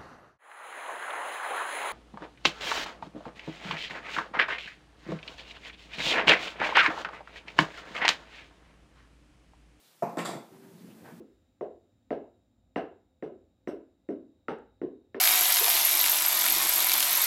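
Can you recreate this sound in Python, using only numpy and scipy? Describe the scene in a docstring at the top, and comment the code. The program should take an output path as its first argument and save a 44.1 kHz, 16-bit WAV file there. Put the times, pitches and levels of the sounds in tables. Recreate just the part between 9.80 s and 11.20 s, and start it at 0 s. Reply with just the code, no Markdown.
"""Over faint hiss, a potter knocks a small hard tool down on a wooden floor: one dull knock that rocks
a little, a second, then a short clatter as it settles. Each impact excites the damped modes of boards
and tool, so the boards boom, the tool clicks and the workshop reverberates briefly. Then the potter's
wheel rumbles and bumps softly as it turns, with light friction noise from scrapes and a sleeve."""
import sys
import numpy as np
from scipy import signal
from scipy.fft import rfft, irfft
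from scipy.io import wavfile
from scipy.ndimage import uniform_filter1d, minimum_filter1d

SR = 44100
rng = np.random.default_rng(int(sys.argv[2]) if len(sys.argv) > 2 else 0)


def waveform_to_disk(signal):
    """Save audio, clipped to [-1, 1], as 16-bit WAV at the path in sys.argv[1]."""
    frames = np.transpose(np.atleast_2d(signal))
    scaled = np.clip(frames, -1, 1) * 32767
    samples = np.round(scaled).astype(np.int16)
    wavfile.write(sys.argv[1], SR, samples)


N = 61739


def undb(db):
    """Amplitude ratio of a level in decibels."""
    return 10 ** (np.asarray(db) / 20)

def unit(x):
    """Normalisation to unit energy."""
    return x / np.sqrt(np.sum(x ** 2))

def along(points, hz):
    """Interpolation of (f/Hz, value) points on a log-frequency axis."""
    f, v = np.array(points, float).T
    return np.interp(np.log(hz + 1), np.log(f), v)

def freqs():
    """Bin frequencies of a 2N-point transform."""
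    return np.arange(N + 1) * SR / (2 * N)

def shape(x, gain):
    """Filtering as multiplication of the spectrum."""
    return irfft(rfft(x, 2 * N) * gain)[:N]

def noise(spectrum):
    """Spectrally shaped Gaussian noise of unit rms."""
    return unit(shape(rng.standard_normal(2 * N), undb(along(spectrum, freqs())))) * np.sqrt(N)

def drift(rate_hz):
    """Slow random modulation: random steps, smoothed twice."""
    k = int(SR / rate_hz)
    steps = np.repeat(rng.standard_normal(N // k + 1), k)
    return 0.99 * uniform_filter1d(uniform_filter1d(steps, k), k)[:N]

def fade(t60):
    """Exponential decay, 60 dB in t60 seconds."""
    return np.exp(-np.log(1000) * np.arange(N) / SR / t60)

def delay(x, s):
    """A time shift of s seconds."""
    return np.concatenate([np.zeros(int(s * SR)), x])[:N]

def cut(x, side, hz, order):
    """Maximally flat low-pass or high-pass filter."""
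    return signal.sosfilt(signal.butter(order, hz, side, fs=SR, output="sos"), x)

def causal(gain):
    """Minimum-phase response: it rings only after its cause."""
    cepstrum = irfft(np.log(gain + 1e-9))
    cepstrum[1:N] *= 2
    cepstrum[N + 1:] = 0
    return np.exp(rfft(cepstrum))

def ring(t, modes, rise_s):
    """Modal superposition: damped sinusoids with a smooth onset."""
    onset = 1 - np.exp(-(t / rise_s) ** 2)
    return sum(undb(db) * np.sin(2 * np.pi * hz * t) * fade(t60) for hz, db, t60 in modes) * onset

def burst(t, rise_s, t60):
    """Impact excitation: a short noise transient of unit energy."""
    return unit(rng.standard_normal(N) * fade(t60) * (1 - np.exp(-t / rise_s)))


# spectrum of the hiss (f/Hz, relative level/dB)
HISS_SPECTRUM = [(30, -6), (70, -34), (150, 4), (300, -1), (600, -0.5), (1100, -5), (2200, -6), (3500, -6),
                 (6000, -8), (15000, -8.5)]

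def hiss(level_db=-63):
    """Stationary broadband noise forms the background."""
    return undb(level_db) * noise(HISS_SPECTRUM)

# brushes of a sleeve (t/s, width/s, f/Hz, level/dB)
SLEEVE_BRUSHES = [(.085, 0.045, 3740, -67), (1.0, 0.021, 4000, -69.5), (1.109, 0.014, 2700, -63)]

def sleeve(t):
    """Friction of cloth as the arm moves gives brief swells of band noise."""
    out = 0
    for s, width, hz, db in SLEEVE_BRUSHES:
        swell = np.exp(-((t - s) / width) ** 2 / 2)
        out = out + undb(db) * swell * noise([(hz / 2, -22), (hz, 0), (hz * 2, -22)])
    return out

# scrapes at the wheel (t/s, rise/s, T60/s, level/dB)
SCRAPE_STROKES = [(.72, 0.023, 0.71, -59.5), (0.824, 0.016, 0.64, -65), (1.15, 0.034, 0.4, -64.5),
                  (1.236, 0.022, 0.43, -51), (1.271, 0.02, 0.25, -58.5)]
# their spectrum (f/Hz, relative level/dB)
SCRAPE_SPECTRUM = [(150, -16), (450, 3.5), (900, 3), (1200, -7), (1600, 0), (2300, -11), (3500, -20.5),
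                   (7000, -27), (14000, -26)]

def scrapes(t, rough_db=1.0):
    """Sliding friction gives grainy noise that decays exponentially in the room."""
    envelope = 0
    for s, rise, t60, db in SCRAPE_STROKES:
        attack = np.clip((t - s) / rise, 0, 1)
        decay = np.exp(-np.log(1000) * np.maximum(t - s - rise, 0) / t60)
        envelope = envelope + undb(db) * attack * decay
    return envelope * noise(SCRAPE_SPECTRUM) * undb(rough_db * drift(200))

# envelope of the wheel's rumble (t/s, level/dB)
RUMBLE_ENVELOPE = [(0, -86), (.55, -63), (.69, -67), (.73, -52), (.79, -58.5), (.85, -52.5), (.9, -58),
                   (1.1, -52.5), (1.16, -55.5), (1.24, -51.5), (1.4, -58)]
# its spectrum (f/Hz, relative level/dB)
RUMBLE_SPECTRUM = [(40, -28), (75, -18.5), (110, -2), (200, 2.5), (320, 0), (480, -7), (700, -14.5),
                   (1000, -19.5), (2000, -24), (5000, -39), (14000, -37)]
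# resonances rubbed up by the wheel (t/s, duration/s, f/Hz, level/dB)
WHEEL_RESONANCES = [(0.695, .24, 389.5, -57), (0.908, .22, 178, -55.5), (1.034, .19, 218, -57.5),
                    (1.301, .16, 172.6, -57), (1.34, .12, 235, -58)]

def wheel(t, edge_s=0.02, wander=0.012, flutter_db=-0.5):
    """Structure-borne rumble crosses the floor while friction excites wavering resonances."""
    out = noise(RUMBLE_SPECTRUM) * undb(np.interp(t, *np.array(RUMBLE_ENVELOPE).T))
    for s, length, hz, db in WHEEL_RESONANCES:
        swell = np.clip(np.minimum(t - s, s + length - t) / edge_s, 0, 1)
        phase = 2 * np.pi * np.cumsum(hz * (1 + wander * drift(40.16))) / SR
        out = out + swell * undb(db + flutter_db * drift(46)) * np.sqrt(2) * np.sin(phase)
    return out

# bumps of the turning wheel (t/s, level/dB)
WHEEL_BUMPS = [(.716, -57.5), (0.831, -57), (0.934, -45), (1.004, -48), (1.082, -45), (1.203, -51),
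               (1.318, -44), (1.374, -49.5)]
# low modes of the boards (f/Hz, relative level/dB, T60/s)
BOARD_LOW_MODES = [(169.4, -4, 0.24), (216.6, 4.5, 0.1), (313, 1.5, 0.042)]

def bumps(t):
    """Each soft bump sets the boards' low modes into damped free vibration."""
    boom = ring(t, BOARD_LOW_MODES, rise_s=0.0044)
    return sum(delay(undb(db) * boom, s) for s, db in WHEEL_BUMPS)

# reverberation time of the workshop (f/Hz, T60/s)
REVERB_TIMES = [(150, 0.32), (700, 0.52), (2000, 0.41), (7000, 0.32), (14000, 0.27)]

def workshop(t, build_s=0.007):
    """Impulse response of a diffuse field: it builds quickly, and the top treble dies first."""
    white, tail = rng.standard_normal(N), 0
    for band_hz, t60 in REVERB_TIMES:
        band = along([(hz, hz == band_hz) for hz, _ in REVERB_TIMES], freqs())
        tail = tail + shape(white, band) * fade(t60)
    return unit(tail * (1 - np.exp(-t / build_s)))

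def reverberate(x, room, wet_db):
    """Direct sound plus its convolution with the room response."""
    return x + undb(wet_db) * signal.fftconvolve(x, room)[:N]

# modes of the boards (f/Hz, relative level/dB, T60/s)
FLOOR_MODES = [(150.5, -24, 0.46), (171.9, -11, .33), (225.25, -17, 0.95), (293, -41, 0.17),
               (338, -11, 0.29), (359, -24, 0.58), (479, -8, 0.23), (637, -7, .12), (697.3, -5.5, .33),
               (835.5, -9, 0.2), (919, -24, 0.23), (1073, -10.5, 0.29), (1315, -6, 0.14),
               (1838, -2.5, 0.14)]
# spectrum of the wood's dense thud (f/Hz, relative level/dB)
THUD_SPECTRUM = [(50, -34), (85, -23.5), (140, -1), (300, -1.5), (650, -1.5), (1100, -1), (1330, -9),
                 (1520, -7.5), (2050, -3.5), (3200, -3), (8000, -43)]
# hollow note right under the tool (f/Hz, relative level/dB, T60/s)
HOLLOW_MODES = [(659, 3, 0.036), (547.5, -12.5, 0.068), (827, -8.5, 0.036), (1070, -13.5, 0.07)]

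def floorboards(t, room, corner_hz, boom_db, hollow_db, linger_db, boom_hz=374):
    """Struck boards thud and ring; the contact acts as a low-pass, duller when softer."""
    crunch = burst(t, rise_s=0.0033, t60=0.041) + undb(0.5 + linger_db) * room
    thud = undb(13) * shape(crunch, causal(undb(along(THUD_SPECTRUM, freqs()))))
    modes = undb(-25 + linger_db) * ring(t, FLOOR_MODES, rise_s=0.0011)
    bass_shelf = causal(undb(boom_db / (1 + (freqs() / boom_hz) ** 4)))
    wood = shape(thud + reverberate(modes, room, wet_db=-15.5), bass_shelf)
    hollow = undb(-21.5 + hollow_db) * ring(t, HOLLOW_MODES, rise_s=0.0022)
    return cut(wood, "low", corner_hz, order=4) + hollow

# resonances of the tool (f/Hz, bandwidth/Hz, relative level/dB)
TOOL_RESONANCES = [(2050, 88, -6.5), (2700, 560, -8), (3437, 190, -2), (3780, 250, -1.5), (4625, 99, -6.5),
                   (4880, 900, -3), (7330, 490, -1), (7640, 190, -5), (8410, 300, -3.5), (9760, 2000, -5.5),
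                   (13200, 3100, -17)]
# its lowest modes, the clack (f/Hz, relative level/dB, T60/s)
CLACK_MODES = [(1336, 0.5, 0.083), (1217, -9, 0.082), (1146, -9, .08)]
# spectrum of the thin contact tick (f/Hz, relative level/dB)
TICK_SPECTRUM = [(800, -21), (2400, 16), (3100, -3.5), (6200, 6.5), (9500, -6), (13000, 6.5), (16000, -15)]

def tool(t, room, blow_db, click_db, rise_s=0.00054, skirt=1.15):
    """Impact excites the tool's resonances and a contact tick that grows with the blow."""
    f, power = freqs(), 0
    for hz, width, db in TOOL_RESONANCES:
        detuning = (f ** 2 - hz ** 2) / (width * (f + 1))
        power = power + undb(db) ** 2 * SR / (np.pi * width) / (1 + detuning ** 2) ** skirt
    click = undb(-23 + click_db) * causal(np.sqrt(power))
    tick = undb(-28.5 + blow_db) * causal(undb(along(TICK_SPECTRUM, f)))
    crack = burst(t, rise_s, t60=0.032) + undb(4) * room
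    clack = undb(-33.5 + click_db) * ring(t, CLACK_MODES, rise_s)
    return shape(crack, click + tick) + reverberate(clack, room, wet_db=-8.5)

# impacts of the tool on the floor
# (t/s, level/dB, contact corner/Hz, bass boom/dB, hollow note/dB, tool click/dB, wood's lingering/dB)
IMPACTS = [(0.2222, -3, 1020, -2, 8.5, -44, 2), (0.2296, -7, 1160, 3.5, -16, -42, -0.5),
           (0.2930, -15.5, 1200, -2, -12, -27, -3), (0.3230, -17, 1260, -9, 2, -39, -8),
           (0.3700, -4.5, 1430, 11, 3, -11, -6), (0.3825, -9.5, 2220, 7.5, 10, -2.5, -5),
           (0.3880, -7, 2590, 5, -18, -3, -4.5), (0.4002, -9.5, 2180, -5, -28, -15.5, -5.5),
           (0.415, -11, 1770, -12, 0, -14, -5.5), (0.4495, -13, 1600, 4, -21, -0.5, -4),
           (0.4550, -13, 1720, 0, -22, 4.5, -4), (0.4726, -8.5, 1390, -1, -26, -6.5, -5.5),
           (0.4878, -6, 1060, 4, -0.5, -16, -4.5), (0.5050, -13, 1540, 8, -25, -10, -8.5),
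           (0.5300, -10.5, 1350, 10, 2.5, -13.5, -5), (0.5500, -12.5, 1000, 14, -1, -33, -9),
           (0.5740, -16, 820, 0, 8, -27, -7)]

def knocks(t, board_cut_hz=122):
    """Action and reaction: each impact drives both boards and tool, and the room answers."""
    boards, clicks = 0, 0
    for s, db, corner_hz, boom_db, hollow_db, click_db, linger_db in IMPACTS:
        room = workshop(t)
        wood = floorboards(t, room, corner_hz, boom_db, hollow_db, linger_db)
        boards = boards + delay(undb(db) * wood, s)
        clicks = clicks + delay(tool(t, room, db, click_db), s)
    return cut(boards, "high", board_cut_hz, order=4) + clicks


def scene():
    """Linear superposition of all sources in one channel."""
    t = np.arange(N) / SR
    return (knocks(t) + wheel(t) + bumps(t) + scrapes(t) + sleeve(t) + hiss())[None]

def gain_control(x, threshold_db=-42.5, slope=0.19, hold_s=0.17, slew_s=0.074):
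    """Compression: the gain falls a little after loud sounds, holds, then recovers."""
    step = 1 / (slew_s * SR)
    smooth = lambda v: signal.lfilter([step], [1, step - 1], v)
    excess_db = np.maximum(10 * np.log10(smooth(x ** 2) + 1e-12) - threshold_db, 0)
    half = int(hold_s * SR / 2)
    held_db = minimum_filter1d(-slope * excess_db, 2 * half + 1, origin=half, mode="constant")
    return x * undb(smooth(held_db))

def record(dry, low_cut_hz=70, top_hz=15200):
    """Band limiting and compression: deep bass is cut, peaks are eased, the top is cut."""
    compressed = gain_control(cut(dry, "high", low_cut_hz, order=2))
    return signal.sosfilt(signal.ellip(10, .2, 70, top_hz, fs=SR, output="sos"), compressed)


dry = scene()
out = record(dry)
waveform_to_disk(out)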